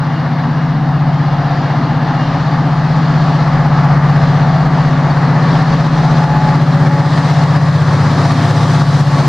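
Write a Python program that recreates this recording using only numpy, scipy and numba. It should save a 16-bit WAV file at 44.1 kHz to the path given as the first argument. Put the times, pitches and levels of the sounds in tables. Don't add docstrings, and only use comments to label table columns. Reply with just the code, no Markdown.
import sys
import numpy as np
from scipy import signal
from scipy.fft import irfft
from scipy.io import wavfile
from scipy.ndimage import uniform_filter1d
from numba import njit

SR = 44100
rng = np.random.default_rng(int(sys.argv[2]) if len(sys.argv) > 2 else 0)


def inscribe(sig):
    pcm = np.round(np.clip(np.atleast_2d(sig).T, -1, 1) * 32767)
    wavfile.write(sys.argv[1], SR, pcm.astype(np.int16))


N = 409248
FRAME, HOP = 1024, 256

# time in seconds, share 0-1.
NEARNESS = [(0, 0.37), (1.5, 0.41), (3, 0.58), (4.5, 0.65), (6, 0.75), (7, 0.87), (8, 0.92), (8.7, 1),
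            (9.28, 1)]


def gain_of(db):
    return 10 ** (np.asarray(db) / 20)


def evened(x):
    return x / np.sqrt(np.mean(x ** 2) + 1e-20)


def read(points, hz):
    f, value = np.transpose(points)
    return np.interp(np.log(hz + 1), np.log(f + 1), value)


def closed(points, hz):
    outside = (hz < points[0][0]) | (hz > points[-1][0])
    return np.where(outside, -120, read(points, hz))


def columns(rows, t):
    s, *values = np.transpose(rows)
    return np.array([np.interp(t, s, v) for v in values])


def drift(t, top_hz):
    rates_hz = np.geomspace(top_hz / 20, top_hz, 20)
    return evened(sum(np.sin(2 * np.pi * (f * t + rng.random())) / np.sqrt(f) for f in rates_hz))


def noise(field_db, patchy_db, alike=True):
    # frequency in Hz, likeness 0-1.
    likeness = [(25, .965), (60, .99), (130, 1), (290, .99), (640, .98), (1400, .93), (2800, .94),
                (5000, .82), (8000, .5), (15000, .5)]
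    # frequency in Hz, left over right in dB.
    balance = [(25, 1.1), (60, 1.3), (700, 1.4), (1300, 2), (2600, .6), (5000, .2), (8000, 2.5),
               (13000, -1)]
    # frequency in Hz, lead of left in radians.
    port_lead = [(0, 0), (3800, 0), (5300, -.2), (6700, .1), (7700, 1.2), (8200, 1), (9100, -.9),
                 (9700, -1.2), (11000, -.1), (15200, 0)]
    hz = np.fft.rfftfreq(FRAME, 1 / SR)
    a, b, c, d, patches = rng.standard_normal((field_db.shape[1], len(hz), 5), dtype=np.float32).T
    patches = uniform_filter1d(patches, size=14, axis=1)
    patches = evened(uniform_filter1d(patches, size=10, axis=0))
    same = np.clip(read(likeness, hz), 0, 1)[:, None] * alike
    lag = np.exp(-1j * np.interp(hz, *np.transpose(port_lead)))[:, None]
    left = a + 1j * b
    right = same * lag * left + np.sqrt(1 - same ** 2) * (c + 1j * d)
    balance_db = np.multiply.outer([.5, -.5], read(balance, hz))[:, :, None]
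    z = np.array([left, right]) * gain_of(field_db + patchy_db * patches + balance_db)
    return evened(signal.istft(z, nperseg=FRAME, noverlap=FRAME - HOP)[1][:, :N])


def per_frame(db):
    return db - 10 * np.log10(np.mean(gain_of(db) ** 2, axis=0))


def rumble(hz, t):
    # frequency in Hz, relative density in dB per Hz.
    spectrum = [(15, -20), (25, -4.5), (45, 0.5), (80, 1.5), (130, -1.5), (200, -5.5), (260, -22.5)]
    return noise(closed(spectrum, hz)[:, None] + 0 * t, patchy_db=1.1)


def muffler_body(hz, t):
    # frequency in Hz, relative density in dB per Hz.
    spectrum = [(150, -31.5), (190, -1.5), (250, 3), (295, 2.5), (340, -25.5)]
    return noise(closed(spectrum, hz)[:, None] + 0 * t, patchy_db=1.1)


def panels(hz, t):
    # frequency in Hz, relative density in dB per Hz.
    spectrum = [(560, -33.5), (670, 1), (780, 0.5), (880, -1), (980, -19.5)]
    # middle in seconds, half-width to 1/e of its dB in seconds, rise in dB.
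    at_s, width_s, swell_db = (6.35, .35, 3.6)
    now = np.arange(N) / SR
    level_db = -6 + 2.9 * np.interp(now, t, drift(t, 1.4))
    level_db += swell_db * np.exp(-((now - at_s) / width_s) ** 2)
    return gain_of(level_db) * noise(closed(spectrum, hz)[:, None] + 0 * t, patchy_db=1.1)


def treble_hiss(hz, t, near, swell):
    # frequency in Hz, relative density in dB per Hz.
    far_hiss = [(1180, -33.5), (2000, -10), (2430, -19), (2810, -2.5), (2950, -5), (3010, -7), (4530, -7.5),
                (6570, -27), (7220, -34.5), (9000, -56), (11700, -74.5), (19800, -120)]
    # frequency in Hz, relative density in dB per Hz.
    near_hiss = [(1200, -40.5), (2000, -7), (2600, -7.5), (4180, -2), (5400, -7), (8900, -19.5),
                 (11000, -30), (13300, -33), (14000, -40.5), (15700, -57)]
    far_db = np.where(hz > far_hiss[-1][0], -110, closed(far_hiss, hz))
    blend_db = (1 - near) * far_db[:, None] + near * closed(near_hiss, hz)[:, None]
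    flicker_db = 0.55 * swell + near * .8 * drift(t, 13.0)
    return noise(per_frame(blend_db) + flicker_db, patchy_db=1.03)


def roar(hz, near, swell):
    # frequency in Hz, relative density in dB per Hz.
    spectrum = [(290, -31.5), (330, -8.5), (420, -8), (560, -4.5), (700, -7), (900, -1.5), (1170, -1.5),
                (1470, -7.5), (1740, -5.5), (2100, -13), (2600, -22), (3400, -41.5)]
    # frequency in Hz, gain in dB.
    wheel_gain = [(300, 8), (600, 6), (900, 2.5)]
    colour_db = closed(spectrum, hz)[:, None] + near * read(wheel_gain, hz)[:, None]
    return noise(per_frame(colour_db) + 0.49 * swell, patchy_db=0.72)


def whines():
    pitches_hz = [47.64, 283.6, 364, 567, 690, 755.4, 851, 1134, 1200.8, 1255, 2553, 2833, 3117]
    # half-width in Hz to exp(-2) of the amplitude, level far and near in dB against the roar.
    whine_rows = [(1, -12, -28), (2.93, -10, -11.5), (4, -23.5, -15.5), (4, -24.5, -13), (5, -19.5, -13.5),
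                  (3.05, -9, -17.5), (4, -13, -15), (4.95, -25.5, -13.5), (1.2, -11.5, -23),
                  (4.1, -27.5, -29.5), (14.1, -30.5, -33), (14.9, -27, -31), (22, -33, -33)]
    # middle in seconds, whine index, length in seconds, gain in dB.
    flares = [(.15, 11, .16, 15), (.63, 11, .1, 5), (.95, 11, 0.2, 10), (1.32, 11, 0.16, 9),
              (1.55, 11, 0.08, 10), (2.22, 11, .16, 13), (2.26, 12, .24, 10), (2.296, 10, .16, 10),
              (2.4, 11, .22, 7), (4.7, 7, .4, 9), (5.902, 10, .12, 7.5), (6.103, 5, 3.9, 8),
              (6.4, 6, 0.88, 12), (7, 6, .5, 7), (7, 3, .6, 7), (7.6, 6, .5, 5), (8.298, 10, .3, 10.5),
              (8.5, 4, 1.4, 5), (8.68, 3, .4, 3.5), (8.696, 6, 0.83, 8.5)]
    steady = .8
    t, hz = np.arange(N) / SR, np.fft.rfftfreq(N, 1 / SR)
    near = columns(NEARNESS, t)[0]
    flare_db = np.zeros((len(whine_rows), N))
    for s, k, length_s, db in flares:
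        flare_db[round(k)] += db * np.cos(np.pi * np.clip((t - s) / length_s, -.5, .5)) ** 2
    out = np.zeros(N)
    for f, (width_hz, far_db, near_db), up_db in zip(pitches_hz, whine_rows, flare_db):
        band = np.exp(-2 * ((hz - f) / width_hz) ** 2 + 2j * np.pi * rng.random(len(hz)))
        wavering = np.sqrt(1 - steady) * evened(irfft(band, N))
        core = np.sqrt(2 * steady) * np.cos(2 * np.pi * (f * t + rng.random()))
        out += gain_of(far_db + near * (near_db - far_db) + up_db) * (core + wavering)
    return out


def running_noise(turns):
    # treble hiss in dB, muffler body in dB.
    approach = [(0, -24.5, -40, -14, -1.5), (.8, -25, -32.5, -14.5, 0), (1.5, -23.5, -34, -13, -6),
                (2, -23, -32, -14.5, 0), (2.3, -22, -33, -12.5, -1.5), (3, -22, -29.5, -13.5, -2.5),
                (3.8, -20.5, -29, -14.5, -8), (4.6, -20.5, -27, -14, -5.5), (5.3, -20, -33.5, -14.5, -5.5),
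                (5.9, -19.5, -24, -12.5, -3), (6.5, -18.5, -27, -13, -6), (7.2, -16, -36.5, -11.5, -6.5),
                (7.7, -20, -39, -12, -8), (8.3, -18, -39.5, -10, -3), (8.8, -19, -27, -10, -10.5),
                (9.28, -18.5, -31.5, -10.5, -5)]
    t, hz = np.arange(N // HOP + 5) * HOP / SR, np.fft.rfftfreq(FRAME, 1 / SR)
    near = np.clip(columns(NEARNESS, t), 0, 1)
    swell = drift(t, 9.)
    roar_db, rumble_db, hiss_db, body_db = columns(approach, np.arange(N) / SR)
    puff = gain_of(.55 * np.cos(2 * np.pi * turns + .8))
    mix = puff * roar(hz, near, swell)
    mix += gain_of(hiss_db) * puff * treble_hiss(hz, t, near, swell)
    mix += gain_of(body_db) * muffler_body(hz, t)
    mix += panels(hz, t)
    mix += whines() * gain_of([[.75], [-.75]])
    return gain_of(roar_db) * mix + gain_of(rumble_db) * rumble(hz, t)


def squeaks():
    # middle in seconds, pitch in Hz, length in seconds, peak in dB before the stereo lean.
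    squeak_rows = [(4.98, 3460, 0.046, -38), (5.11, 4490, 0.029, -30.5)]
    out = np.zeros(N)
    for s, hz, length_s, db in squeak_rows:
        t = np.arange(round(length_s * SR)) / SR
        at = round((s - length_s / 2) * SR)
        tone = np.sin(2 * np.pi * (hz * t + rng.random()))
        out[at:at + len(t)] += gain_of(db) * np.hanning(len(t)) * tone
    return out


def order_lead_rad(k, close):
    low_bend = 1 + .4 * close if k < 9 else 1
    lead = .5 * low_bend * (k - 9) ** 2
    lead += 2.1 * (k - np.clip(k, 8, 10))
    lead -= .7 * (k < 8)
    return lead + .35 * close * (k - 9)


def exhaust(turns):
    # time in seconds, order 9 in dB, order 10 in dB against order 9.
    pipe = [(0, -18, -0.5), (.7, -17.5, 0.5), (1.5, -14, -5), (2.6, -15.5, -2), (3.1, -15.5, 0),
            (4, -11.5, -2.5), (4.6, -13.5, -1), (5.3, -12.5, -2), (6, -13, -0.5), (6.7, -10.5, 0.5),
            (7.1, -9, -1), (7.5, -10, -3), (7.9, -11, -6.5), (8.4, -13, -2), (8.75, -13, -0.5),
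            (9.05, -8, -5.5), (9.28, -12, -4)]
    # order, level far and close in dB against order 9.
    low_orders = [(5, -32, -25), (6, -22, -7), (7, -17.5, -4), (8, -10, -6)]
    # order, level in dB against order 10.
    weak_orders = [(11, -9.5), (12, -17.5), (13, -23), (14, -24.5), (15, -16.5), (16, -17.5), (17, -23)]
    # time in seconds, share 0-1.
    closeness = [(0, 0.1), (6.5, 0), (7.5, 0.47), (8.1, .7), (8.6, 0.99), (9.28, 0.12)]
    t = np.arange(N) / SR
    ninth_db, tenth_db = columns(pipe, t)
    close = np.clip(columns(closeness, t)[0], 0, 1)
    orders = [(9, 0), (10, tenth_db)]
    orders += [(round(k), far + close * (near - far)) for k, far, near in low_orders]
    orders += [(round(k), tenth_db + db) for k, db in weak_orders]
    out = np.zeros(N)
    for k, db in orders:
        depth = 2.5 + db / -9.5
        level_db = .5 * depth * np.interp(t, t[::HOP], drift(t[::HOP], 5.))
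        waver_rad = .054 * depth * np.interp(t, t[::HOP], drift(t[::HOP], 5.))
        phase = 2 * np.pi * k * turns + order_lead_rad(k, close) + waver_rad
        out += gain_of(ninth_db + db + level_db) * np.sqrt(2) * np.cos(phase)
    return out


def scene():
    # time in seconds, turns a second.
    crank = [(0, 15.845), (1.9, 15.845), (2.1, 15.873), (4.4, 15.875), (4.6, 15.892), (6.5, 15.895),
             (9.28, 15.922)]
    first_throb_s = .014
    t = np.arange(N) / SR
    turns = np.cumsum(columns(crank, t)[0]) / SR - first_throb_s * crank[0][1]
    noises = running_noise(turns)
    return (exhaust(turns) + squeaks()) * gain_of([[.7], [-.7]]) + noises


@njit
def limiter_cut(peak, ceiling, step_db, sink_db, sink, recover_db):
    cut, owed, out = 0., 0., np.zeros(len(peak))
    for n in range(len(peak)):
        if peak[n] * 10 ** (-cut / 20) > ceiling:
            cut += step_db
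            owed = sink_db
        cut = max(cut + sink * owed - recover_db, 0.)
        owed *= 1 - sink
        out[n] = cut
    return out


def record(dry):
    # frequency in Hz, relative density in dB per Hz.
    mic_spectrum = [(4120, -26.5), (7000, -2.5), (8300, -0.5), (12000, -0.5), (15100, -1), (15600, 1)]
    mic_hiss_db, edge_hz = -63, 15750
    sink_s, recover_db_per_s = .006, 32.
    cut_db = limiter_cut(abs(dry).max(0), ceiling=1.005, step_db=.5, sink_db=1.4,
                         sink=1 / (sink_s * SR), recover_db=recover_db_per_s / SR)
    hz = np.fft.rfftfreq(FRAME, 1 / SR)
    field_db = closed(mic_spectrum, hz)[:, None] + np.zeros(N // HOP + 5)
    mic_hiss = noise(field_db, patchy_db=2.0, alike=False)
    limited = dry / gain_of(cut_db) + gain_of(mic_hiss_db) * mic_hiss
    held = np.clip(limited, -.995, .995)
    edge = signal.firwin(511, edge_hz, window=("kaiser", 9), fs=SR)
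    return signal.oaconvolve(held, edge[None], "same")


dry = scene()
out = record(dry)
inscribe(out)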